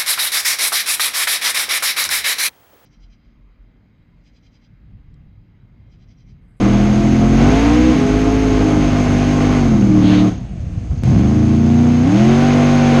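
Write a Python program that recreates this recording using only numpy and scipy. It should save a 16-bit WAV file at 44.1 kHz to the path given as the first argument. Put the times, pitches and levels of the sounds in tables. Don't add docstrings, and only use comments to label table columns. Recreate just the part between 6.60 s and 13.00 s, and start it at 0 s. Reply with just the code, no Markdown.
import sys
import numpy as np
from scipy import signal
from scipy.fft import rfft, irfft
from scipy.io import wavfile
from scipy.ndimage import uniform_filter1d

SR = 44100
rng = np.random.default_rng(int(sys.argv[2]) if len(sys.argv) > 2 else 0)


def ratio(d):
    e = np.asarray(d, float) / 20
    return 10 ** e


def put_to_file(sound):
    columns = np.atleast_2d(sound).T
    safe = np.clip(columns, -1, 1)
    whole_steps = np.round(safe * 32767)
    wavfile.write(sys.argv[1], SR, whole_steps.astype(np.int16))


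N = 282240
CHANGE_S = 4.4362
LIFT_S, COAST_S, IDLE_HZ = 3.64, 0.28, 14.9


def level(x, db):
    return x * ratio(db) / np.sqrt(np.mean(x ** 2))


def by_speed(hz, points):
    hz_points, db_points = np.transpose(points)
    return np.interp(np.log(hz), np.log(hz_points), db_points)


def colour(x, points, lifts=()):
    hz = np.fft.rfftfreq(8192, 1 / SR) + 1
    db = by_speed(hz, points)
    db = db + sum(lift / (1 + (2 * (hz - f) / width) ** 2) for f, width, lift in lifts)
    cepstrum = irfft(np.log(ratio(db)))
    cepstrum[1:4096] *= 2
    cepstrum[4097:] = 0
    return signal.fftconvolve(x, irfft(np.exp(rfft(cepstrum))))[:N]


def walk(rate):
    k = int(SR / rate)
    held = np.repeat(rng.standard_normal(N // k + 1), k)
    return 1.316 * uniform_filter1d(uniform_filter1d(held, k), k)[:N]


def pulses(at, size):
    out, whole = np.zeros(N + 2), at.astype(int)
    np.add.at(out, whole, size * (1 - at + whole))
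    np.add.at(out, whole + 1, size * (at - whole))
    return out[:N]


def steady(x, span_s=0.082):
    return x / np.sqrt(uniform_filter1d(x ** 2, int(span_s * SR)) + 1e-9)


def table(rows):
    s, *columns = np.transpose(rows)
    return [uniform_filter1d(np.interp(np.arange(N) / SR, s, c), size=128) for c in columns]


def gas(puffs, points, lifts, puff_s, depth, flicker_db):
    gate = signal.lfilter([1], [1, -np.exp(-1 / (puff_s * SR))], puffs)
    gate = steady(gate) * depth + 1
    noise = colour(gate * rng.standard_normal(N), points, lifts)
    return steady(noise, 0.16) * ratio(flicker_db * walk(24))


# hz, level_db
SURROUNDINGS = [(210, -35), (350, -6), (690, -3.5), (970, -16.5), (2580, -14), (5440, -32), (6410, -25),
                (9000, -33), (11700, -64.5), (19800, -120)]


def surroundings():
    return level(colour(rng.standard_normal(N), SURROUNDINGS), -47.8)


# hz, level_db
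RUMBLE = [(15, -20), (30, -5), (50, 5), (90, 0.5), (200, -3.5), (400, -32.5), (1000, -97.5)]


def rumble(again):
    calm_db = -8
    return level(colour(rng.standard_normal(N), RUMBLE), -28) * ratio(calm_db * again)


# hz, level_db
SCRUB = [(600, -75), (1500, -28), (2800, 5.5), (3700, 4.5), (4500, -1.5), (6000, -43.5), (9000, -79)]


def tyre_scrub(t, puffs):
    corners_s = np.cumsum([3.3, 0.17, 0.11, 0.33])
    skid_db = -33.5 + np.interp(t, corners_s, [-40, 0, 0, -40])
    return ratio(skid_db) * gas(puffs, SCRUB, (), puff_s=0.002, depth=0.1, flicker_db=2.0)


# hz, level_db
HISS = [(710, -22), (1200, -12), (1580, 1), (1760, -2.5), (2100, 2.5), (3450, -6), (6000, -18.5),
        (7800, -44.5), (13200, -120)]


def tyre_hiss(t, hiss_db, puffs):
    bite_s, bite_span_s, bite_db = 3.545, 0.04, 5
    flare_db = bite_db * np.exp(-((t - bite_s) / bite_span_s) ** 2)
    return ratio(hiss_db + flare_db + 1.25) * gas(puffs, HISS, (), puff_s=0.0059, depth=0.1, flicker_db=0.68)


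# hz, level_db
RATTLE = [(1000, -72), (3000, -21.5), (4200, -7), (5200, -7.5), (6000, -11), (7200, -14), (9000, -22),
          (10200, -29.5), (11700, -33), (12300, -74)]
# hz, width_hz, lift_db
PORTS = [(6410, 540, 14), (11060, 1300, 10)]


def rattle(rattle_db, puffs):
    return ratio(rattle_db + 3.0) * gas(puffs, RATTLE, PORTS, puff_s=0.0015, depth=0.2, flicker_db=0.0)


# start_s, peak_db, thump_hz, crackle_db
POPS = [(4.001, -20, 65, -32), (4.063, -13, 69, -51), (4.111, -12, 66, -52), (4.172, -11.5, 114, -44),
        (4.224, -20, 75.6, -48), (4.299, -9, 74, -44), (4.326, -10.5, 132, -44), (4.373, -8, 87, -40),
        (4.451, -3, 119, -44), (4.475, -1.5, 120, -42), (4.496, -2, 114.4, -48)]


def pops():
    out, t = np.zeros(N), np.arange(int(0.08 * SR)) / SR
    hiss = level(colour(rng.standard_normal(N), RATTLE, PORTS), 0)
    swell = t / 0.011 * np.exp(1 - t / 0.0078)
    for s, db, hz, crackle_db in POPS:
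        i = int(s * SR)
        thump = ratio(db) * np.sin(2 * np.pi * hz * t)
        crackle = ratio(db + crackle_db) * hiss[i:i + len(t)]
        out[i:i + len(t)] += swell * (thump + crackle)
    return out


# hz, level_db
FRAME = [(25, -54), (44, -24), (62, -22.5), (80, -29), (110, -21.5), (160, -37), (250, -22), (305, -19),
         (370, -49)]
# multiple of the cycle, first_pull_db, second_pull_db
SHAFTS = [
    (1, 1.2, -22),
    (2, 1, -5),
    (4, 1, -1),
    (6, 0.5, -4),
]
# hz, width_hz, lift_db
WHINE_RING = (1492, 27, 16.3)


def shake(t, hz, load_db, again):
    clutch_s, slip_s, clutch_db = 1.415, 0.085, -18
    follows = 0.27
    effort = follows * (load_db + 13) + clutch_db * np.exp(-((t - clutch_s) / slip_s) ** 6)
    levels_db = []
    for k, (_, first_db, second_db) in zip((1, 2, 4, 6), SHAFTS):
        unbalance_db = np.where(again, second_db, first_db)
        levels_db.append(by_speed(k * hz, FRAME) + unbalance_db + effort + 2.0 * walk(8.9))
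    ring, width, lift = WHINE_RING
    levels_db.append(-47 + effort + lift / (1 + (2 * (31 * hz - ring) / width) ** 2))
    return levels_db


def frame(turns, levels_db):
    out = np.zeros(N)
    for k, db in zip((1, 2, 4, 6, 31), levels_db):
        tone = np.sin(2 * np.pi * (k * turns + 0.02 * walk(6)))
        out += ratio(db + 2 + 1.5 * walk(12)) * tone
    return out


# start_s, engine cycles per s
REVS = [(0, 39.3), (.4, 42.4), (.73, 44), (.83, 46.9), (.99, 55.3), (1.17, 61.3), (1.28, 63.4),
        (1.332, 62.6), (1.352, 51.8), (1.47, 51.4), (1.72, 53.6), (1.84, 53.4), (2.28, 50), (2.54, 49.3),
        (2.94, 50.3), (3.21, 40), (3.43, 37), (3.64, 37.7)]
# start_s, engine cycles per s
REVS_AGAIN = [
    (4.6, 24.2),
    (4.71, 27.2),
    (5.22, 29.9),
    (5.416, 30.4),
    (5.59, 41.8),
    (5.694, 45.7),
    (5.842, 48.3),
    (5.994, 48.6),
    (6.4, 47.7),
]


def revs(t):
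    coast = (1 - np.exp(-((t - LIFT_S) / COAST_S) ** 2)) * (t > LIFT_S) * (t < CHANGE_S)
    first = table(REVS)[0]
    second = table([(CHANGE_S, IDLE_HZ)] + REVS_AGAIN)[0]
    return np.where(t < CHANGE_S, first + coast * (IDLE_HZ - first), second), coast


def misfire(hz, coast, again):
    ragged_db, climb_db, fall_db, lope_db = -15.5, 4, 9, 13
    even_db, cleaner_db = -7, -5
    change = signal.lfilter([1 / 5000], [1, 1 / 5000 - 1], np.gradient(np.log(hz)) * SR)
    db = ragged_db + climb_db * np.tanh(np.maximum(change, 0))
    db = db + fall_db * np.tanh(np.maximum(-change, 0)) * (1 - coast) + lope_db * coast
    return db + again * (even_db + cleaner_db * np.log2(np.maximum(hz / 30, 1)))


BANK = [1, -1, -1, 1, -1, 1, 1, -1]
MISMATCH = [-1.87, 0.27, 0.48, -1.89, 0.85, -1.95, -1.97, 0.43]
HEADERS_MS = [0.099, 0.56, 0.15, 0.28, 0.1, 0.031, 0.26, 0.11]


def exhaust(turns, both_db, misfire_db):
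    late, mismatch_db = 0.005, -6
    count = np.arange(1, int(8 * turns[-1]))
    chance = rng.standard_normal((4000, 2))[count].T
    cylinder = count % 8
    side = np.array(BANK)[cylinder]
    at = np.interp((count + late * chance[0]) / 8, turns, np.arange(N))
    at = np.clip(at + np.array(HEADERS_MS)[cylinder] * SR / 1000, 0, N - 1)
    i = at.astype(int)
    size = side + ratio(both_db[i]) + ratio(mismatch_db) * np.array(MISMATCH)[cylinder]
    size = size + ratio(misfire_db[i]) * chance[1]
    beats = pulses(at, size)
    puffs = pulses(at, ratio(1.2 * chance[1]) * (1 + 0.18 * side))
    return beats, puffs


# hz, level_db
ROAR = [(180, -21.5), (300, -9), (351, -22), (444, -12), (668, -24), (1290, -22), (2200, -50.5),
        (2860, -59.5), (4840, -120)]
# hz, level_db
BARK = [(250, -34), (420, -17.5), (520, 7), (600, -2), (800, 0.5), (1000, -6), (1500, -10), (2200, -17.5),
        (3500, -22.5), (6000, -85)]
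# hz, width_hz, lift_db
PANELS = [(306, 18, 7.5), (340, 29, 2.5), (398.2, 26, -3.5), (487, 11, 5), (683, 64, 12.5), (768, 16, 8.5),
          (1068, 35, 6), (1490, 42, 4.5)]


def roar_and_bark(roar_db, beats, puffs, coast, again):
    bark_db = -3 - 2 * coast + 5 * again
    roar = gas(puffs, ROAR, PANELS, puff_s=0.0038, depth=0.15, flicker_db=1.76)
    bark = ratio(bark_db) * steady(colour(beats, BARK, PANELS))
    return ratio(roar_db + 3.0) * (roar + bark) / np.hypot(1, ratio(bark_db))


# hz, level_db
PIPE = [(20, -50), (45, -15), (75, -1.5), (120, 0), (160, -1.5), (190, -1.5), (215, -11.5), (300, -33.5),
        (500, -96.5)]
# engine cycles per s, level_db
THROB = [(15, -8), (22, 4.5), (30, -4.5), (40, -3), (50, -4.5), (56, -14.5), (63, -14)]


def pipe_throb(t, hz, coast, again, boom_db, beats):
    blip_db, blip_s = 12, 0.061
    throb_db = boom_db + by_speed(hz, THROB) + 10 * np.sqrt(coast)
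    throb_db += again * blip_db * np.exp(-np.abs(t - CHANGE_S) / blip_s)
    return ratio(throb_db + 0.5) * steady(colour(beats, PIPE))


# hz, level_db
CABIN = [(80, -33), (170, -17), (205, 3), (240, 2), (320, -6.5), (400, -10.5), (450, -23), (600, -46.5),
         (1500, -70)]


def cabin_boom(boom_db, beats):
    return ratio(boom_db - 1.0) * steady(colour(beats, CABIN, PANELS))


# start_s, pressure_db, gas_flow_db, both_banks_in_step_db
LOAD = [(0, -14, -35, -4.5), (.7, -13.5, -34.5, -4), (.82, -11, -29.5, -4.5), (1.0, -12.5, -29, 8),
        (1.32, -10, -31.5, 6), (1.345, -13, -32, 1.5), (1.6, -15, -34, 8), (1.9, -13.5, -33.5, 7),
        (2.28, -16, -33, -3.5), (2.98, -14.5, -32.5, -2), (3.13, -13, -37.5, -5.5),
        (3.32, -11.5, -40.5, -3), (3.53, -10.5, -34, 0), (3.68, -13.5, -38.5, -4.5), (3.74, -28.5, -50, -4),
        (3.88, -42.5, -68.5, -1), (4.27, -36, -60.5, -3.5), (4.434, -32, -57, 6)]
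# start_s, pressure_db, gas_flow_db, both_banks_in_step_db
LOAD_AGAIN = [
    (4.438, -22.5, -42, -9),
    (4.549, -15.5, -40.5, -5),
    (5.0, -12.5, -42, -3.5),
    (5.2, -10.5, -38.5, -1),
    (5.44, -12.5, -38.5, 0),
    (5.58, -11.5, -32, -4),
    (5.7, -10, -32, -1),
    (5.789, -12, -31, -3.5),
    (6.4, -11.5, -29, -6),
]
# level_at_full_flow_db, db gained per db of flow
GAS = [
    (-24.5, 0.86),
    (-32, 1.026),
    (-41, 0.65),
]


def scene():
    t = np.arange(N) / SR
    again = t >= CHANGE_S
    hz, coast = revs(t)
    boom_db, flow_db, both_db = table(LOAD + LOAD_AGAIN)
    full_flow_db = -32
    roar_db, hiss_db, rattle_db = (db + share * (flow_db - full_flow_db) for db, share in GAS)
    turns = np.cumsum(hz * (1 + 0.002 * walk(12))) / SR
    beats, puffs = exhaust(turns, both_db, misfire(hz, coast, again))
    out = surroundings() + rumble(again)
    out += tyre_scrub(t, puffs)
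    out += tyre_hiss(t, hiss_db, puffs)
    out += rattle(rattle_db, puffs)
    out += pops()
    out += frame(turns, shake(t, hz, boom_db, again))
    out += roar_and_bark(roar_db, beats, puffs, coast, again)
    out += pipe_throb(t, hz, coast, again, boom_db, beats)
    out += cabin_boom(boom_db, beats)
    return out[None]


def thin(x):
    from_hz, under_db, floor_db = 7000, -2.2, -100
    hz, _, z = signal.stft(x, SR, window="cosine", nperseg=2048)
    bands = np.abs(z[:1024].reshape(128, 8, -1)) ** 2
    power = np.repeat(np.mean(bands, axis=1), 8, axis=0)
    usual = uniform_filter1d(power, size=9, axis=1)
    weak = (power < usual * ratio(2 * under_db)) | (power < ratio(2 * floor_db))
    z[:1024] *= ~(weak & (hz[:1024, None] > from_hz))
    return signal.istft(z, SR, window="cosine", nperseg=2048)[1][:N]


def top_cut(x):
    return signal.sosfilt(signal.butter(12, 12400, fs=SR, output="sos"), x)


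def record(dry):
    x = 0.93 * np.tanh(dry / 0.93 + (dry / 0.93) ** 3 / 4)
    after = np.arange(N) / SR - CHANGE_S
    step = -0.16 * (after >= 0) * np.exp(-np.abs(after) / 0.002)
    mix = thin(x[0]) + step
    return top_cut(mix[None])


dry = scene()
out = record(dry)
put_to_file(out)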